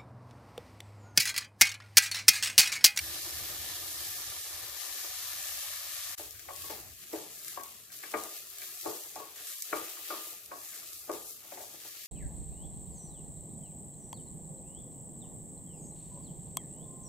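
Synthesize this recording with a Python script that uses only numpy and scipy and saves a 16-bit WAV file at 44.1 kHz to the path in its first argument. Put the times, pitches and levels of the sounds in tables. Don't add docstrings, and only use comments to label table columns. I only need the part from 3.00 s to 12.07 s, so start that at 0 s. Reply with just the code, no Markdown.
import sys
import numpy as np
from scipy import signal
from scipy.fft import rfft, irfft, next_fast_len
from scipy.io import wavfile
from scipy.ndimage import uniform_filter1d

SR = 44100
rng = np.random.default_rng(int(sys.argv[2]) if len(sys.argv) > 2 else 0)


def transcribe(u):
    v = np.clip(np.atleast_2d(u).T, -1, 1)
    q = np.round(v * 32767).astype(np.int16)
    wavfile.write(sys.argv[1], SR, q)


def convert_level_to_amplitude(level_db):
    exponent = np.asarray(level_db, float) / 20
    return 10 ** exponent


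N = 399987
FAST = next_fast_len(N, real=True)
TIME = np.arange(N) / SR
CALM = TIME < 3.175
BIN_HZ = np.linspace(0, SR / 2, FAST // 2 + 1)


def over_time(table, column):
    rows = np.array(table)
    return np.interp(TIME, rows[:, 0], rows[:, column])


def unit(x):
    return x / np.sqrt(np.mean(x ** 2))


def shape(points, hz):
    point_hz, value = np.transpose(points)
    return np.interp(np.log(hz + 1), np.log(point_hz), value)


def colour(x, points):
    cepstrum = irfft(np.log(convert_level_to_amplitude(shape(points, np.linspace(0, SR / 2, 2049)))))
    cepstrum[1:2048] *= 2
    cepstrum[2049:] = 0
    impulse = irfft(np.exp(rfft(cepstrum)))[None, :2048]
    return signal.oaconvolve(x, impulse, axes=1)[:, :N]


def calm_or_stir(x, calm_points, stir_points):
    return np.where(CALM, unit(colour(x, calm_points)), unit(colour(x, stir_points)))


# pitch_hz, correlation [0 to 1]
LIKENESS = [(25, .6), (60, 0.8), (130, .55), (300, 0.85), (1000, 0.4), (3000, 0.26), (7000, 0.17),
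            (15000, 0.08)]


def ports(pair):
    like = np.clip(shape(LIKENESS, BIN_HZ), 0, 1)
    left, other = rfft(pair, FAST)
    right = like * left + np.sqrt(1 - like ** 2) * other
    return irfft(np.array([left, right]), FAST)[:, :N]


def walk(rate_hz):
    hold = int(SR / rate_hz)
    steps = np.repeat(rng.standard_normal(N // hold + 1), hold)
    return 1.1 * uniform_filter1d(uniform_filter1d(steps, hold), hold)[:N]


def band(x, lo_hz, hi_hz):
    return signal.sosfilt(signal.butter(3, [lo_hz, hi_hz], "band", fs=SR, output="sos"), x)


def split(x, centres_hz):
    spectrum = rfft(x, FAST)
    log_hz = np.log(np.linspace(1, SR / 2, FAST // 2 + 1))
    place = np.interp(log_hz, np.log(centres_hz), np.arange(len(centres_hz)))
    weights = [np.clip(1 - np.abs(place - k), 0, 1) for k in range(len(centres_hz))]
    return [irfft(spectrum * weight, FAST)[:, :N] for weight in weights]


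def bumps(rows):
    step = TIME[::64]
    power = 0
    for s, db, rise, fall in rows:
        slopes = np.maximum((s - step) / max(rise, .005), (step - s) / max(fall, .005))
        power = power + convert_level_to_amplitude(2 * (db - 10 * slopes))
    return np.interp(TIME, step, 10 * np.log10(power + 1e-12))


def mixed(a_db, b_db):
    return 10 * np.log10(convert_level_to_amplitude(2 * a_db) + convert_level_to_amplitude(2 * b_db))


def pauses(rows):
    return sum(np.exp(-((TIME - s) / half) ** 4) for s, half in rows)


def crackle(per_s, spread_db, smear_s):
    when, size, fizz = rng.random((1, N)), rng.exponential(size=(1, N)), rng.standard_normal((2, N))
    clicks = (when < per_s / SR) * convert_level_to_amplitude(spread_db * np.minimum(size, 5))
    tails = signal.lfilter([1], [1, -np.exp(-1 / (smear_s * SR))], clicks)
    return unit(fizz * tails)


# start_s, level_db, left_minus_right_db
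FRY = [
    (0.0, -43.5, 0.5),
    (.25, -42.5, 1),
    (.55, -43, 1),
    (1.2, -43, 1),
    (1.48, -43.5, 0.5),
    (1.74, -46, 4),
    (1.82, -44.5, 5.5),
    (2.0, -43, 2.5),
    (3.14, -43.5, 2.5),
]
# crest start_s, level_db, rise_s, fall_s [per 10 dB]
STROKES = [(3.2, -45.5, 0.3, 0.1), (3.62, -48, 0.18, .2), (3.71, -48, .1, 0.15), (4.04, -53.5, .04, -0.1),
           (4.16, -50, 0.17, 0.3), (4.31, -52.5, 0, 0.27), (4.49, -47.5, .12, 0.18),
           (4.64, -53, -0.04, 0.23), (4.92, -51, -0.03, 0.6), (5.03, -52.5, -0.07, 0.3),
           (5.17, -47.5, 0, 0.25), (5.37, -48, 0.1, .05), (5.64, -46, 0.15, 0.26), (5.89, -46.5, .15, .3),
           (6.05, -53, 0.2, 0.2), (6.16, -55, -0.24, 0.3), (6.36, -50, 0, 0.6), (6.49, -47.5, 0.06, .2),
           (6.63, -47, 0.08, 0.23), (6.76, -45.5, 0.01, .4), (7.1, -48, 0.12, 0.18),
           (7.27, -47.5, 0.25, 0.13), (7.65, -48.5, 0.08, 0.2), (7.76, -48, .08, 0.3),
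           (7.94, -51, -0.26, 0.18), (8.128, -47, -0.12, 0.08), (8.3, -47, .1, .07), (8.62, -50, .08, 0.1),
           (8.88, -50, 0.15, .05), (9.06, -49, 0.32, -0.5), (5.11, -51, -0.22, .06),
           (6.69, -54, -0.43, 0.46), (6.9, -47, -0.14, -0.07), (7.57, -54, .04, 0.3),
           (7.86, -53, -0.2, 0.3), (8.55, -54.5, 0.3, -0.04), (8.76, -54, 0.3, -0.3), (3.39, -58, 0.3, 0.4),
           (7.46, -54, .03, -0.4)]
REST_DB = -61


def heat():
    return np.where(CALM, over_time(FRY, 1), mixed(bumps(STROKES), REST_DB))


COARSE_DB = [0.5, 1, 3, 5, 1, -1, 1.5, 1.5, 0.5, 3, 0, -0.5, 0.5, -1, 0.5, 3, 1, -1.5, -1.5, 1.5, 4, -1, -1,
             -0.5, -4, 1.5, -3.5, -2, -0.5, 1.5, 0.5, 6, -3.5, -0.5, -3, 2, -4, 2.5, 0]


def coarse():
    rows = [(s, db + more, rise, fall) for (s, db, rise, fall), more in zip(STROKES, COARSE_DB)]
    return np.where(CALM, 0, mixed(bumps(rows), REST_DB) - mixed(bumps(STROKES), REST_DB))


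# pitch_hz, level_db [per Hz]
CALM_COLOUR = [(820, -27.5), (1400, -11), (1550, -7), (1770, 1.5), (1940, -5.5), (2530, -4), (3960, 0.5),
               (6590, 0.5), (9320, -2), (11900, 2), (14000, 0), (15200, -4), (15900, -12), (16500, -38)]
# pitch_hz, level_db [per Hz]
STIR_COLOUR = [(820, -30), (1400, -23), (1650, -7), (2350, -6.5), (2550, -4.5), (2860, -5), (4470, -3),
               (5540, -3), (7080, -0.5), (9420, -3.5), (12400, 1.5), (14700, -2), (15900, -9), (16500, -43)]
COARSE_HZ = [3000, 6700]


def sizzle(frying, rasp):
    pop_share = np.where(CALM, .12, .21)
    fizz = crackle(per_s=19000, spread_db=-3.0, smear_s=0.00054)
    pops = unit(np.diff(crackle(per_s=130, spread_db=3.0, smear_s=.0004), prepend=0))
    bubbles = ports(np.sqrt(1 - pop_share ** 2) * fizz + pop_share * pops)
    bright = band(calm_or_stir(bubbles, CALM_COLOUR, STIR_COLOUR), 1230, 20000)
    swell_db = walk(14) * np.where(CALM, .55, .6)
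    centres_hz = 1700 * 2 ** np.arange(0, 3.1, .5)
    sound = 0
    for centre, part in zip(centres_hz, split(bright, centres_hz)):
        rasp_db = rasp * np.interp(centre, COARSE_HZ, [1, 0])
        sound = sound + part * convert_level_to_amplitude(swell_db + .8 * walk(10) + rasp_db)
    pan_db = np.where(CALM, over_time(FRY, 2), 2.5 - 0.1 * walk(8.1))
    return sound * convert_level_to_amplitude(frying + 4.5 + np.array([pan_db, -pan_db]) / 2)


# start_s, level_db [peak], left_minus_right_db
SPITS = [(3.182, -32, 1), (3.3076, -33, 3), (3.394, -37, 8), (3.534, -38, 9), (3.561, -34.5, 12),
         (3.8, -35, 4), (3.9968, -46, 2.0), (4.131, -35, -7), (4.1604, -37, 6), (4.481, -29, 2),
         (4.609, -39, 3), (4.6342, -30, -2), (4.6855, -50, -1), (5.1168, -32, 1), (5.236, -28.5, 0),
         (5.4698, -41.5, -4), (5.752, -34, -2), (5.584, -33, -2), (5.617, -33.5, 1), (5.8107, -31.5, 8.5),
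         (6.0067, -41, -1), (6.035, -35.5, 2), (6.0876, -41.5, -0.5), (6.156, -33, 1), (6.47, -31, -1),
         (6.603, -35, -2), (6.622, -22.5, 2), (7.459, -36, -1), (7.5594, -48, 0), (7.931, -32, 0),
         (7.9954, -48, -3), (8.4029, -46, 1.5), (4.446, -31, 3), (5.4935, -46, 8), (8.115, -32, 2.0),
         (9.0349, -40, 1.0)]


def spits():
    out, t = np.zeros((2, N + 2100)), np.arange(2000) / SR
    for (s, db, pan), hiss in zip(SPITS, rng.standard_normal((len(SPITS), 2, 2000))):
        burst = hiss * (.6 * np.exp(-t / .0007) + .2 * np.exp(-t / .006))
        start = int(s * SR) + 30
        out[:, start:start + 2000] += burst * convert_level_to_amplitude(db - 3.5 + np.array([[pan], [-pan]]) / 2)
    out = out[:, :N]
    return band(out, 2000, 5000) * convert_level_to_amplitude(2.5) + band(out, 5000, 15000) * convert_level_to_amplitude(7.5)


# start_s, level_db [peak], left_minus_right_db
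SNAPS = [(1.1883, -27, 0), (1.3874, -26, 0), (1.8051, -27, 11), (2.6268, -28, 0), (2.7002, -28, 1),
         (2.8545, -27, 10), (2.9645, -27, 2), (3.0235, -27, 3), (3.1415, -28, 5), (3.2575, -33, 11),
         (3.4156, -37, 5), (3.4481, -37, 3), (3.5762, -33, 6), (3.7652, -34, 3), (4.3064, -31, 1),
         (4.396, -35, 7), (4.477, -29, 4), (4.6858, -37, 3), (5.0749, -35, 7), (5.1737, -29, 10),
         (5.293, -29, 3), (5.3357, -32, 6), (5.364, -31, 2), (5.471, -33, 2), (5.4948, -36, 4),
         (5.5225, -36, 3), (5.5852, -30, 2), (5.6226, -29, 2), (5.7438, -31, 4), (5.7529, -29, 4),
         (5.7737, -30, 7), (5.781, -32, 3), (5.8294, -31, 2), (5.903, -28, 2), (5.9127, -28, -1),
         (6.0081, -33, 3), (6.0377, -29, 3), (6.0889, -31, 5), (6.6912, -32, 6), (7.1545, -31, 0),
         (7.2389, -31, 2), (7.3292, -33, 4), (7.3723, -37, 3), (7.3843, -37, -2), (7.5611, -35, -1),
         (7.7994, -30, 5), (7.8384, -32, 1), (7.9645, -34, 0), (7.9968, -35, 0), (8.1672, -33, -1),
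         (8.4047, -38, -3), (8.4399, -38, 4), (8.4781, -34, 9), (8.6476, -31, 5), (8.7924, -36, -6),
         (9.0367, -32, -2)]


def snaps():
    out, t = np.zeros((2, N + 200)), np.arange(100) / SR
    for (s, db, pan), hiss in zip(SNAPS, rng.standard_normal((len(SNAPS), 2, 100))):
        click = (hiss + hiss[0]) * np.exp(-t / .0003)
        click = click / np.abs(click).max(axis=1)[:, None]
        start = int(s * SR) - 6
        out[:, start:start + 100] += click * convert_level_to_amplitude(db - 1 + np.array([[pan], [-pan]]) / 2)
    return band(out[:, :N], 2500, 15500)


def shaking(zone, frying):
    drag_db, lead_db = [-16.5, -16, -24.5][zone], [-22, -20, -24][zone]
    drag = bumps([(s + 0.018, db + drag_db, .009, 0.091) for s, db, *_ in KNOCKS])
    lead = bumps([(s + 0.0025, db + lead_db, .016, .006) for s, db, *_ in KNOCKS])
    scrape = [-73, -71, -67][zone] + [0.7, 1, 0.95][zone] * (frying + 50)
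    stir = mixed(scrape, mixed(drag, lead))
    settle = [-59, -58, -57][zone] + [-3.5, -0.5, 0.25][zone] * TIME
    lull = pauses([(2.14, 0.018), (2.29, 0.016), (2.77, 0.054), (3.0, 0.05), (3.139, 0.0096)])
    hush = pauses([(.21, 0.014), (1.43, 0.018)])
    return np.where(CALM, settle + [-28, -2, 1.5][zone] * lull - 5 * hush, stir)


# pitch_hz, level_db [per Hz]
RATTLE_COLOUR = [(110, -52), (180, -7), (221, -35.5), (320, -4.5), (424, -13.5), (606, -4), (654, -7.5),
                 (761, -2), (866, -9.5), (1080, -4.5), (1190, 0), (1490, -8), (1770, -15.5), (1950, -10),
                 (2400, -4), (3120, -19), (5280, -120)]
# pitch_hz, level_db [per Hz]
SCRAPE_COLOUR = [(110, -41), (235, -19), (349, -8), (526, -12), (619, -0.5), (675, -5), (753, -1.5),
                 (976, -10.5), (1230, -4.5), (2400, -17.5), (3120, -35), (5280, -120)]


def rattle(frying):
    grains = ports(crackle(per_s=2500, spread_db=1.0, smear_s=0.0033))
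    grains = calm_or_stir(grains, RATTLE_COLOUR, SCRAPE_COLOUR)
    edges_hz = 177 * 2 ** np.arange(0, 3.8, .25)
    swell, unrest_db, out = walk(11), np.where(CALM, .4, 1.2), 0
    for zone in range(3):
        pairs = [(lo, hi) for lo, hi in zip(edges_hz, edges_hz[1:]) if np.searchsorted([510, 1010], hi) == zone]
        parts = [band(grains, lo, hi) for lo, hi in pairs]
        whole = sum(parts)
        scale = np.where(CALM, np.std(whole[:, CALM]), np.std(whole[:, ~CALM]))
        depth = min(1200 / edges_hz[zone * 4 + 6], 3.5)
        flicker = sum(part * convert_level_to_amplitude(unrest_db * (0.81 * swell + depth * walk(9.2))) for part in parts)
        out = out + flicker / scale * convert_level_to_amplitude(shaking(zone, frying) + np.where(CALM, .3, 1.5))
    return out * convert_level_to_amplitude([[1.2], [-1.2]])


# start_s, force_db, base_share_db, wall_share_db, height_db [how high on the wall]
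KNOCKS = [(3.193, -47.5, -4, -10, 4), (3.484, -43, -32, -8, 2), (3.5018, -56, -6, -1.5, -8),
          (3.638, -54.5, -3, -5, -11), (3.699, -38, -11.5, -16.5, 1), (3.719, -64, -8, -18, -1),
          (4.13, -35, -1, -20.5, 1.5), (4.571, -42.5, -14, -5, -9), (4.595, -58, -17, -1.5, -5.5),
          (4.641, -71, -6, 2, -10.5), (5.0325, -55.5, -2, 3, 1), (5.137, -31, -5, -2.5, 2.5),
          (5.8554, -33, -1.2, -9.5, 2), (6.156, -40.5, -17, -10.5, 1.5), (6.1965, -50, -9, 1.5, -3.5),
          (6.7258, -31.5, -2.5, -2, 6), (6.966, -68, -3, 13, 4.5), (7.1021, -39, -10.5, 0, 6.5),
          (7.5124, -41.5, -15, -3.5, -3.5), (8.093, -33, -2.5, -9, 1.5), (8.4424, -56, -6.5, -11, -1),
          (8.5183, -44, -13, -24, -1), (8.5717, -43.5, -25, -17.5, 0.5), (8.5994, -46.5, -29, -18, -3),
          (8.638, -70, -11, -12, -2)]
RIM_TRIM_DB = [-11, 3, 3, -2, 7, -5, 6, -0.5, 10, -2, -6.5, 0.5, -7, 0.5, -9, -3, -2, -8, -2, -8, 3, 15.5,
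               10, 10, 0]
# start_s, level_db
TICKS = [(3.346, -54), (3.3914, -54), (4.4795, -52), (4.899, -54), (5.0325, -42), (5.6177, -47),
         (5.813, -65), (6.38, -51), (6.472, -56), (6.525, -52), (6.85, -50), (7.73, -51.5)]
TICK_REACH_DB = [-53, -16, -28, -19, 3.5]
# start_s, level_db
SCUFFS = [(3.2548, -67), (5.6, -65), (6.983, -59), (7.266, -56.5), (7.32, -61.5), (8.739, -58.5),
          (8.846, -56.5), (1.766, -74), (1.801, -69), (2.213, -68), (2.971, -65), (1.94, -59), (2.04, -55)]
SCUFF_REACH_DB = [-1.5, 3, -13, -5, -14]
# start_s, force_db,
# base_share_db, wall_share_db
MORE_KNOCKS = [
    (3.511, -56, -14, -7),
    (4.183, -51, -12, -18),
    (6.214, -49, -5, -5),
    (7.134, -50, -10, 2),
    (8.632, -53, -17, -19),
    (6.545, -74, -10, -9),
]


def blows():
    touches = []
    for (s, db, base, wall, up), trim in zip(KNOCKS, RIM_TRIM_DB):
        rim = wall + 2.5 + 0.24 * up + trim
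        touches.append((s, up, db + np.array([base, 0, wall - up, wall + up, rim])))
    touches += [(s, 0, db + np.array(TICK_REACH_DB)) for s, db in TICKS]
    touches += [(s, 0, db + np.array(SCUFF_REACH_DB)) for s, db in SCUFFS]
    touches += [(s, 0, db + np.array([base, 0, wall, wall, wall - 4])) for s, db, base, wall in MORE_KNOCKS]
    return touches


ZONES_HZ = [300, 500, 980, 1150, 1450, 2500]
THUD_TAIL = [.33, .33, .15, .15, .08]


def thud(noise, zone_db, t):
    levels_db = zone_db + [3.2, 0.5, 8.4, 8.2, 13.0]
    sound = 0
    for lo, hi, db, tail in zip(ZONES_HZ, ZONES_HZ[1:], levels_db, THUD_TAIL):
        fade = np.exp(-t / 0.0051) + tail * np.exp(-t / 0.073)
        wall_db = -3.5 * (lo > ZONES_HZ[1])
        sound = sound + unit(band(noise, lo, hi)) * convert_level_to_amplitude(db + wall_db) * fade
    sound[1] = 0.26 * sound[0] + sound[1]
    return sound


# pitch_hz, level_db, fade_60db_s
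POT = [(318, 5, .3), (348, -4, .18), (431, 0, .28), (490, -8, .15), (565, -3, .25), (605, 0, .2),
       (705, -3, .22), (745, -2, .2), (870, -5, .25), (1092, -3, .24), (1114, 1.5, .36), (1210, 0, .5),
       (1335, -17, .2), (1406, -15, .22), (1593, -2, .22), (1712, -8, .18), (1920, -4, .22),
       (2190, -2.5, .13), (2318, -6, .28)]


def knocks():
    out, t = np.zeros((2, N + 16000)), np.arange(16000) / SR
    hz, db, t60 = np.transpose(POT)[:, :, None]
    zone = np.searchsorted(ZONES_HZ, hz[:, 0]) - 1
    loaded = np.clip(1.9 - hz / 550, .22, 1)
    spread_db = np.array([1.3, 2.9, .3, 0.56, 0.6])[zone, None]
    touches = blows()
    luck = rng.standard_normal((len(touches), 4, len(POT), 1))
    noises = rng.standard_normal((len(touches), 2, 16000))
    for (s, up, reached), (reach, detune, lean, turn), noise in zip(touches, luck, noises):
        zone_db = reached + [2.0, -1.5, 2.0, -2.5, -6.5]
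        tilt_db = (hz > ZONES_HZ[4]) * np.clip(2.5 * up * (hz - 1920) / 1000, -9, 9)
        swing = np.clip(9 + (zone_db.max() + 24) / 20, .68, .95)
        fade = np.exp(-np.log(1000) * t / (t60 * swing))
        gain = convert_level_to_amplitude(zone_db[zone, None] + db + spread_db * reach + tilt_db) * fade
        steps = np.cumsum(rng.standard_normal((len(POT), 500)), axis=1)
        shake = steps.repeat(32, axis=1) * .18 * loaded
        jostle = rng.standard_normal((len(POT), 25)).repeat(640, axis=1)
        jostle = uniform_filter1d(jostle, size=640, axis=1)
        gain = gain * convert_level_to_amplitude(2.8 * jostle * np.minimum(t / .03, 1))
        phase = 2 * np.pi * hz * (1 + 0.0075 * loaded * detune) * t + shake + 1.3 * turn
        ring = []
        for side in (1, -1):
            wave = np.sin(np.float32(phase + side * lean * np.minimum(hz / 1500, .45)))
            ring.append((gain * convert_level_to_amplitude(side * 0.82 * lean) * wave).sum(0))
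        ring = np.array(ring) * (1 + 1.21 * np.exp(-t / 0.009))
        blow = ring * convert_level_to_amplitude(-6.0) + thud(noise, zone_db, t) * convert_level_to_amplitude(-1.5)
        onset = 1 - np.exp(-(t / (.0034 * swing ** 2)) ** 2)
        start = int(s * SR)
        out[:, start:start + 16000] += blow * onset
    return band(out[:, :N], 348, 7900) * convert_level_to_amplitude([[1.5], [-1.5]])


# start_s, level_db
FLAME = [(0.0, -53), (0.2, -60), (0.4, -53.5), (0.85, -60.5), (1.3, -59), (1.44, -67), (1.55, -60),
         (1.8, -70), (2.2, -65), (3.05, -67.5), (3.86, -57), (4.02, -67.5), (5.0, -71), (6.6, -73.5),
         (7.07, -74), (7.43, -71.5), (8.0, -71.5), (9.07, -70.5)]
# pitch_hz, level_db [per Hz]
FLAME_COLOUR = [(12, -24), (20, -5), (32, -12), (50, -20), (66, 3.5), (82, 2), (100, -1.5), (131, -6),
                (182, -14.5), (217, -17), (260, -14), (340, -43), (570, -120)]
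# pitch_hz, level_db [per Hz]
LOW_FLAME_COLOUR = [(12, -70), (20, -18), (70, 4.5), (113, 4), (162, 1.5), (210, 1), (260, -4.5),
                    (340, -11), (570, -120)]


def flame():
    noise = ports(rng.standard_normal((2, N)))
    high, low = unit(colour(noise, FLAME_COLOUR)), unit(colour(noise, LOW_FLAME_COLOUR))
    rumble = np.where(TIME < 4.0, high, low)
    jolts = bumps([(s + 0.029, db + base - 27.5, .015, 0.069) for s, db, base, *_ in KNOCKS])
    level_db = mixed(over_time(FLAME, 1), jolts) + 0.25 * walk(3.5)
    return rumble * convert_level_to_amplitude(level_db + np.array([[.2], [-.2]]))


def scene():
    frying, rasp = heat(), coarse()
    cooking = sizzle(frying, rasp) + spits() + snaps()
    return cooking + rattle(frying + rasp) + knocks() + flame()


# pitch_hz, level_db [under the mean treble, where muting starts]
MUTE = [(40, -17), (200, -9.5), (400, -15), (800, -9.5), (1100, -12.5), (1600, -8.5), (2500, -7.5)]


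def mute(x):
    hz, _, spec = signal.stft(x, SR, nperseg=2048, noverlap=1536)
    power = uniform_filter1d(np.mean(np.abs(spec) ** 2, axis=0), size=3, axis=1) + 1e-18
    bands = power[:1024].reshape(256, 4, -1).mean(axis=1).repeat(4, axis=0)
    treble = power[150:700].mean(axis=0)
    margin_db = 10 * np.log10(bands / treble) - shape(MUTE, hz[:1024, None])
    spec[:, :1024] *= convert_level_to_amplitude(-22.0 / (1 + np.exp(np.clip(margin_db, -30, 30))))
    return signal.istft(spec, SR, nperseg=2048, noverlap=1536)[1][:, :N]


def low_pass(x):
    return signal.sosfilt(signal.butter(12, 15900, fs=SR, output="sos"), x)


# pitch_hz, left_minus_right_db
LEAN = [(60, -1), (130, 6), (300, -2.5), (600, 0), (1200, 2.5), (2500, 1.5), (4500, -1.7), (8000, 0),
        (13000, 0.5)]
CUT_S = (3.145, 3.155, 3.175, 3.181)


def record(dry):
    lean = convert_level_to_amplitude(shape(LEAN, BIN_HZ) * np.array([[.5], [-.5]])) + 0j
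    lean[0] = lean[0] * np.exp(2j * np.pi * np.arange(FAST // 2 + 1) * 1.5 / FAST)
    heard = irfft(rfft(dry, FAST) * lean, FAST)[:, :N]
    join = np.interp(TIME, CUT_S, [0.99, 0.023, 0.096, 1.0])
    mix = mute(heard) * join
    return low_pass(mix)


dry = scene()
out = record(dry)
transcribe(out)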